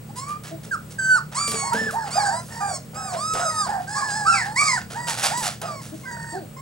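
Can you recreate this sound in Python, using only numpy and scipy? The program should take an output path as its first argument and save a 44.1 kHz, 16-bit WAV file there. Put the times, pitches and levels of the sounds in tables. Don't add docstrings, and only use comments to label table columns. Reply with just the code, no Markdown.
import sys
import numpy as np
from scipy import signal
from scipy.fft import rfft, irfft, next_fast_len
from scipy.io import wavfile
from scipy.ndimage import uniform_filter1d, map_coordinates

SR = 44100
rng = np.random.default_rng(int(sys.argv[2]) if len(sys.argv) > 2 else 0)


def transcribe(u):
    v = np.clip(np.atleast_2d(u).T, -1, 1)
    q = np.round(v * 32767).astype(np.int16)
    wavfile.write(sys.argv[1], SR, q)


N = 291501


def amp(db):
    return 10 ** (np.asarray(db) / 20)


def unit(x):
    return x / np.sqrt(np.mean(x ** 2) + 1e-20)


def along(points, hz):
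    f, v = np.transpose(points)
    return np.interp(np.log(hz + 1), np.log(f + 1), v)


def wobble(rate, size=N):
    knots = rng.standard_normal(int(size * rate / SR) + 4)
    return map_coordinates(knots, [np.arange(size) * rate / SR])


def filtered(x, response):
    m = next_fast_len(x.shape[-1] + 8192)
    spectrum = rfft(x, m) * response(np.fft.rfftfreq(m, 1 / SR))
    return irfft(spectrum, m)[..., :x.shape[-1]]


def add(track, s, sound):
    part = track[round(s * SR):][:len(sound)]
    part += sound[:len(part)]


# freq_hz, level_db (relative)
RUSH_SHAPE = [(12, -55), (20, -24), (80, -1.5), (170, -0.5), (416, -11), (490, -7.5), (690, -16.5),
              (1010, -19), (1340, -19), (2150, -22.5), (3640, -27), (6000, -29), (8200, -23.5),
              (10500, -29.5), (13900, -36), (15500, -33)]
# freq_hz, likeness (0-1)
RUSH_LIKENESS = [(60, 1), (180, 0.66), (550, 0.58), (1650, 0.075), (4970, 0.46), (15000, 1)]
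# freq_hz, level_db (mean of the wavering peak level)
FAN_LINES = [(118.4, -44), (150.7, -42), (188.4, -47.5), (215.3, -49)]
RUSH_DB = -43.5
WHISTLE_HZ, WHISTLE_DB = 15734, -57.5


def air():
    def spread(f):
        turn = np.arccos(np.clip(along(RUSH_LIKENESS, f), 0, 1)) / 2
        return amp(along(RUSH_SHAPE, f)) * np.array([np.cos(turn), np.sin(turn)])

    mid, side = filtered(rng.standard_normal((2, N)), spread)
    rush = amp(RUSH_DB + 0.53 * wobble(3.04)) * unit(np.array([mid + side, mid - side]))
    t = np.arange(N) / SR
    fan = np.zeros(N)
    for hz, db in FAN_LINES:
        fan += amp(db + 2.5 * wobble(12)) * np.sin(2 * np.pi * hz * t + 1.5 * wobble(16))
    whistle_level = amp(WHISTLE_DB + 1.5 * wobble(40))
    whistle = whistle_level * np.sin(2 * np.pi * WHISTLE_HZ * t + .3 * wobble(20))
    return rush + fan + np.sqrt(2) * whistle


ONSET_DB, FADE_DB = 7, 8.5
GLIDE_BEND = .72
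ARCH, SAG_DB = .018, 3


def contour(row):
    start, glide_in, hold, glide_out, first, held, drifted, last, *levels = row
    first_db, late_db, octave_db, bright_db, late_bright_db = levels
    halves = np.abs([0, glide_in, glide_in, hold, hold, glide_out, glide_out]) / 2
    s = start + np.cumsum(halves)
    hz = [first, first + GLIDE_BEND * (held - first), held, (1 + ARCH) * (held + drifted) / 2,
          drifted, last + GLIDE_BEND * (drifted - last), last]

    def shape(a, b, sag_db):
        return [a - ONSET_DB, a, a, (a + b) / 2 - sag_db, b, b - FADE_DB / 2, b - FADE_DB]

    fundamental = shape(first_db, late_db, SAG_DB)
    octave = shape(octave_db, octave_db, 0)
    return s, hz, fundamental, octave, shape(bright_db, late_bright_db, 0)


# freq_hz, level_db (relative)
THROAT = [(2500, -21.5), (3600, -18.5), (4500, 1), (5200, 1), (5900, -7.5), (7700, 1), (9200, -5.5),
          (10300, -22.5), (14000, -38)]
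# freq_hz, level_db (relative)
HUSK_SHAPE = [(350, -30.5), (650, 0.5), (1100, -2), (1800, -4.5), (2300, -30.5)]
# freq_hz, level_db (relative)
BREATH_SHAPE = [(300, -32), (800, -2.5), (1800, -0.5), (3000, -17.5), (4800, 1.5), (6000, -6), (7800, 9.5),
                (9800, -6), (12000, -47)]
MOUTH_HZ, MOUTH_WIDTH_HZ, MOUTH_DB = 1575, 297, 4
HUSK_DB = -9


def call(corners, rough):
    s, *controls = corners
    t = np.arange(s[0], s[-1], 1 / SR)
    n = len(t)
    hz, first_db, octave_db, bright_db = [
        uniform_filter1d(np.interp(t, s, c), size=800, mode="nearest") for c in controls]
    waver = rough * (.04 * wobble(30, size=n) + .026 * wobble(150, size=n))
    hz = hz * (1 + .005 * wobble(14, size=n) + waver)
    phase = 2 * np.pi * np.cumsum(hz) / SR

    def flutter():
        return amp(2.3 * wobble(30, size=n)) * (1 + .7 * rough * wobble(200, size=n))

    def mouth(f):
        return MOUTH_DB / (1 + ((f - MOUTH_HZ) / MOUTH_WIDTH_HZ) ** 2)

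    k = np.arange(3, 13)[:, None]
    upper = amp(along(THROAT, k * hz) + rng.normal(0, 1.5, k.shape))
    upper /= np.sqrt(np.sum(upper ** 2, axis=0))
    drift = amp([2.4 * wobble(18, size=n) for _ in k])
    tones = np.sin(k * phase + 2 * np.pi * rng.random(k.shape))
    overtones = np.sum(upper * drift * tones, axis=0)

    fundamental = amp(first_db + mouth(hz)) * flutter() * np.sin(phase)
    octave = amp(octave_db + mouth(2 * hz)) * flutter() * np.sin(2 * phase + 1)
    husk = unit(filtered(rng.standard_normal(n), lambda f: amp(along(HUSK_SHAPE, f))))
    low = fundamental + octave + rough * amp(first_db + HUSK_DB) * husk
    breath = unit(filtered(rng.standard_normal(n), lambda f: amp(along(BREATH_SHAPE, f))))
    bright = amp(bright_db) * (1.3 * flutter() * overtones + (.2 + .65 * rough) * breath)
    edge = np.clip(np.minimum(t - s[0], s[-1] - t) / .008, 0, 1)
    return edge * (np.sqrt(2) * low + bright)


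# puppy, voice, start_s, glide_in_s, hold_s, glide_out_s, first_hz, held_hz, drifted_hz, last_hz,
# fundamental_db at hold start, fundamental_db at hold end, octave_db,
# bright_db at hold start, bright_db at hold end
WHINES = [ ("far", "hoarse", .088, .004, .006, .02, 805, 793, 815, 980, -41, -43, -67, -60, -60),
          ("near", "husky", .155, .07, .08, .075, 930, 1075, 1170, 1270, -38, -31.5, -52.5, -40.5, -52),
          ("far", "husky", .51, .01, 0.021, 0.021, 314, 320, 328, 326, -40, -42, -38, -60, -70),
          ("near", "clear", .709, .012, .026, 0.016, 1680, 1614, 1340, 1090, -25, -24.5, -62, -44, -36.5),
          ("near", "clear", .983, .014, 0.16, .04, 1680, 1560, 1460, 1044, -27, -19.5, -53.5, -36.5, -29.5),
          ("far", "hoarse", 1.15, 0.019, .005, 0.014, 823, 850, 854, 1000, -34, -36, -44, -55, -60),
          ("near", "clear", 1.345, .064, .27, .036, 893, 1175, 1085, 1070, -30, -33.5, -40, -26.5, -33),
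          ("far", "rough", 1.36, 0.053, 0.035, .016, 1068, 1310, 1290, 1320, -35, -35, -58, -60, -60),
          ("second", "rough", 1.62, .056, .05, 0.025, 670, 973, 960, 740, -32, -25.5, -48, -53, -38),
          ("near", "husky", 1.72, .075, .075, 0.048, 1245, 1760, 1760, 1000, -27.5, -27.5, -55, -40, -41),
          ("near", "rough", 1.92, .056, .074, 0.05, 556, 906, 818, 722, -24.5, -32.5, -49, -48.5, -43.5),
          ("far", "rough", 1.985, .03, .01, 0.029, 1600, 1660, 1640, 1000, -40.5, -42, -69, -60, -60),
          ("near", "husky", 2.1, .064, .064, .04, 975, 1262, 1066, 770, -40, -36, -45.5, -34, -30.5),
          ("far", "hoarse", 2.11, 0.027, .04, .012, 1410, 1437, 1530, 1560, -46, -43, -66, -57, -60),
          ("second", "hoarse", 2.15, 0.0346, 0.104, 0.017, 620, 810, 790, 710, -24, -24.5, -38.5, -64, -62),
          ("near", "husky", 2.25, .015, 0.031, .015, 800, 775, 780, 700, -27, -29, -30.5, -30, -31),
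          ("near", "husky", 2.3, .04, 0.0594, 0.023, 850, 950, 1005, 1020, -29.5, -35, -46, -33, -38),
          ("second", "hoarse", 2.31, 0.019, 0.044, 0.041, 722, 685, 705, 670, -30, -38.5, -51, -72, -68),
          ("second", "hoarse", 2.5, .044, .03, 0.0406, 900, 949, 930, 910, -45, -37, -44, -46, -43),
          ("second", "hoarse", 2.6, 0.0303, .07, 0.051, 700, 830, 720, 586, -30, -32.5, -44.5, -54, -70),
          ("near", "clear", 2.6, .02, .13, 0.032, 1300, 1195, 1110, 980, -34.5, -43, -50, -39, -31.5),
          ("far", "hoarse", 2.3, .016, .04, .014, 2000, 1593, 1700, 1354, -44, -45, -72, -55, -60),
          ("near", "clear", 2.945, .035, .095, .075, 1163, 1285, 1225, 808, -38, -40, -55, -41.5, -36),
          ("second", "hoarse", 2.95, .04, .16, 0.057, 700, 800, 680, 640, -36.5, -30.5, -51, -73, -70),
          ("near", "clear", 3.16, .1, .34, .08, 980, 1270, 1255, 880, -31, -24, -54.5, -32.5, -30),
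          ("second", "hoarse", 3.39, .014, 0.0445, .052, 660, 685, 678, 578, -23.5, -32.5, -36, -55, -58),
          ("far", "rough", 3.48, .034, .136, 0.025, 1157, 990, 756, 1100, -42, -40, -46, -44, -50),
          ("second", "hoarse", 3.66, 0.051, .03, 0.0687, 620, 890, 800, 700, -28.5, -26.5, -46, -45, -47),
          ("near", "rough", 3.87, .05, .29, .07, 760, 850, 840, 760, -37.5, -29, -34.5, -37, -34.5),
          ("second", "hoarse", 3.945, .05, .02, .055, 950, 1170, 1090, 860, -30.5, -29, -51, -32.5, -41),
          ("second", "clear", 4.25, .04, .025, .025, 1080, 1370, 1350, 1290, -19, -17, -44, -36, -31),
          ("near", "rough", 4.26, 0.029, 0.0905, .06, 780, 760, 757, 751, -37, -32, -35, -30, -37),
          ("second", "rough", 4.32, .02, .05, .05, 1320, 1250, 990, 800, -32.5, -33, -29, -28, -32),
          ("near", "rough", 4.44, .036, 0.055, 0.034, 755, 781, 885, 960, -31.5, -33, -47, -58, -46),
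          ("near", "rough", 4.555, .065, .115, .06, 900, 1170, 1000, 637, -27, -28, -25.5, -24.5, -27.5),
          ("second", "husky", 4.61, 0.017, .054, 0.019, 1272, 1199, 1235, 1227, -21.5, -35, -40.5, -31, -27),
          ("near", "rough", 4.94, .06, .11, .03, 700, 975, 925, 690, -31, -32.5, -42, -43.5, -35),
          ("near", "rough", 5.3, .052, .07, .078, 556, 975, 900, 620, -30, -31, -41, -36, -35.5),
          ("near", "husky", 5.63, .06, .11, .025, 1260, 1210, 1080, 720, -37, -43.5, -51, -46.5, -49.5),
          ("second", "hoarse", 5.64, 0.0098, .06, .06, 665, 680, 650, 552, -29.5, -38, -53, -60, -50),
          ("far", "husky", 5.915, 0.023, .006, 0.021, 256, 321, 320, 293, -38.5, -46, -39, -65, -68),
          ("near", "rough", 6.03, .17, .13, .06, 1110, 920, 925, 670, -44, -39, -42.5, -49, -45),
          ("far", "clear", 6.05, .03, .008, .022, 1523, 1607, 1605, 1640, -40, -44, -71, -58, -54),
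          ("far", "husky", 6.32, .06, 0.0384, .03, 308, 392, 323, 208, -37, -43, -40, -55, -70),
          ("near", "husky", 6.562, 0.016, 0.028, 0.0055, 1046, 1022, 1055, 1100, -44, -39, -53.5, -57, -50),
          ]
HOARSENESS = {"clear": .12, "husky": .3, "rough": .45, "hoarse": .62}


def puppy(name):
    out = np.zeros(N)
    for who, voice, *row in WHINES:
        if who == name:
            add(out, row[0], call(contour(row), HOARSENESS[voice]))
    return out


# start_s, level_db, length_s (of the rounded fall), dullness_db per octave
SCUFFS = [(.156, -34, 0.045, -7.5), (0.279, -34, .05, -6), (.436, -29.5, 0.073, -3),
          (.63, -36.5, 0.062, -5), (0.9, -36, 0.046, -6.5), (1.3137, -27, 0.11, -1),
          (1.472, -26.5, 0.056, -9), (1.511, -26.5, 0.14, -1.5), (1.73, -24.5, .14, -2),
          (1.914, -38.5, 0.045, -10), (2.049, -27, 0.16, 1), (2.406, -47, 0.23, -10.5),
          (2.484, -33, 0.082, 1.5), (2.678, -24, 0.018, 4.5), (2.932, -33, 0.057, 5),
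          (3.128, -19, 0.029, -.5), (3.3414, -19, 0.084, 1.5), (3.661, -25.5, 0.066, 3.5),
          (3.7975, -35, 0.094, -3), (4.083, -21.5, .044, -1), (4.276, -27, 0.014, 2.5),
          (4.436, -24.5, 0.044, -3), (4.752, -28, 0.061, -3), (4.8994, -24.5, 0.068, -3),
          (5.0694, -16, 0.083, -4), (5.171, -18.5, 0.15, -3.5), (5.225, -11.5, 0.074, -4),
          (5.371, -28.5, 0.046, -9.5), (5.4245, -15, 0.078, -4), (5.61, -22.5, 0.081, 2),
          (5.818, -32.5, .071, -5), (5.873, -42.5, .04, -7), (5.932, -44, .15, -6.5)]
# freq_hz, level_db (relative)
RUBBER = [(120, -49), (200, -25.5), (540, 1), (735, 5), (1040, -2.5), (1400, 2), (2020, -6), (8100, -14.5),
          (10500, -19.5), (13000, -35.5), (16000, -42)]
SCUFF_RISE_S = 0.0064


def scuffs():
    out, t = np.zeros(N), np.arange(SR // 4) / SR
    for s, db, length, dull_db in SCUFFS:
        clumps = amp(3 * wobble(400, size=len(t)) + 1.5 * wobble(60, size=len(t)))
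        grain = unit(rng.standard_normal(len(t)) * clumps)

        def rubber(f):
            return amp(along(RUBBER, f) - dull_db * np.log2((f + 50) / 2000))

        swell = (1 - np.exp(-t / SCUFF_RISE_S)) * np.exp(-(t / max(length, .005)) ** 2)
        add(out, s, amp(db) * swell * filtered(grain, rubber))
    return out


# start_s, level_db (of the burst, before its spectrum)
TICKS = [(.436, -30.5), (1.478, -16), (1.5167, -19), (1.544, -26), (1.733, -19), (1.9094, -23),
         (2.9447, -32.5), (3.336, -19), (5.375, -24), (5.4223, -22), (5.616, -20.5), (5.8166, -32)]


def ticks():
    plastic = [(300, 1.5), (1200, -8.5), (10000, -4.5), (15000, -23)]  # freq_hz, level_db
    out, t = np.zeros(N), np.arange(SR // 20) / SR
    for s, db in TICKS:
        crack = filtered(rng.standard_normal(len(t)), lambda f: amp(along(plastic, f)))
        add(out, s, amp(db - 60 * t / 0.057) * crack)
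    return out


def struck(events, modes, attack):
    out, t = np.zeros(N), np.arange(SR // 3) / SR
    for s, db in events:
        ring = np.zeros(len(t))
        for hz, level, t60 in modes:
            decay = amp(level + rng.normal(0, 2) - 60 * t / t60)
            ring += decay * np.sin(2 * np.pi * hz * t + 1.1 * wobble(50, size=len(t)))
        add(out, s, amp(db) * (1 - np.exp(-t / attack)) * ring)
    return out


# start_s, level_db (added to each mode's level)
KNOCKS = [(0.665, -42.5), (1.481, -29.5), (1.509, -39), (1.537, -26.5), (1.74, -18), (1.807, -24.5),
          (1.863, -28), (3.334, -35), (4.926, -37.5), (5.228, -46), (5.615, -46)]
# freq_hz, level_db (mean over blows), t60_s
BOTTLE_MODES = [(224, -5, .22), (299, -11, .12), (447, 2, .18), (560, -8, .1), (640, -8, .1),
                (820, -10, .06)]


def bottle():
    return struck(KNOCKS, BOTTLE_MODES, attack=.004)


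# freq_hz, level_db (mean over slips), t60_s
CREAK_MODES = [(646, -2, 0.024), (1530, 7, 0.021), (1730, 3.5, 0.021)]
CREAK_START_S, CREAK_END_S, CREAK_PER_S, CREAK_DB = 6.12, 6.3, 41, -32


def creaks():
    s = np.arange(CREAK_START_S, CREAK_END_S, 1 / CREAK_PER_S)
    chance = rng.standard_normal((40, 2))[:len(s)]
    slips = zip(s + .2 * chance[:, 0] / CREAK_PER_S, CREAK_DB + 3 * chance[:, 1])
    return struck(slips, CREAK_MODES, attack=0.0022)


# freq_hz, t60_s
PEN_DECAY = [(300, 0.26), (1500, 0.2), (5000, 0.29), (12000, 0.17)]


def pen(x):
    hz, t, z = signal.stft(rng.standard_normal((2, SR // 2)), SR, nperseg=256)
    decay = amp(-60 * t / along(PEN_DECAY, hz)[:, None])
    tail = signal.istft(z * decay, SR, nperseg=256)[1]
    tail = tail / np.linalg.norm(tail[0])
    soft = filtered(x, lambda f: 1 / np.sqrt(1 + (f / 6000) ** 2))
    late = np.pad(soft, (300, 0))[None]
    return signal.fftconvolve(late, tail, axes=1)[:, :N]


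# freq_hz, left_lead_rad
PORT_LEAD = [(60, 0), (200, 0.32), (600, 0.88), (1300, 1.19), (2500, 1.03), (4500, 0.79), (8000, 0.71),
             (12000, 0.23)]
# freq_hz, left_minus_right_db
PORT_TILT = [(100, -7), (300, 4), (600, -3), (5000, -3), (9000, -2.5), (13000, 0.5)]


def ports(x):
    side = np.array([[.5], [-.5]])
    return filtered(x, lambda f: amp(side * along(PORT_TILT, f)) * np.exp(1j * side * along(PORT_LEAD, f)))


ECHO_DB = {"near": -9, "second": -2.5, "far": -4, "floor": -7}


def scene():
    room = air()
    sources = {name: puppy(name) for name in ("near", "second", "far")}
    sources["floor"] = scuffs() + ticks() + bottle() + creaks()
    sent = sum(amp(ECHO_DB[name]) * x for name, x in sources.items())
    same_side, other_walls = pen(sent)
    direct = ports(sum(sources.values()) + same_side)
    return direct + amp(-6.5) * other_walls * np.array([[1], [-1]]) + room


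TOP_HZ = 15850


def record(dry):
    rounded = dry / (1 + np.abs(dry / .7) ** 4) ** (1 / 4)
    return filtered(rounded, lambda f: f < TOP_HZ)


dry = scene()
out = record(dry)
transcribe(out)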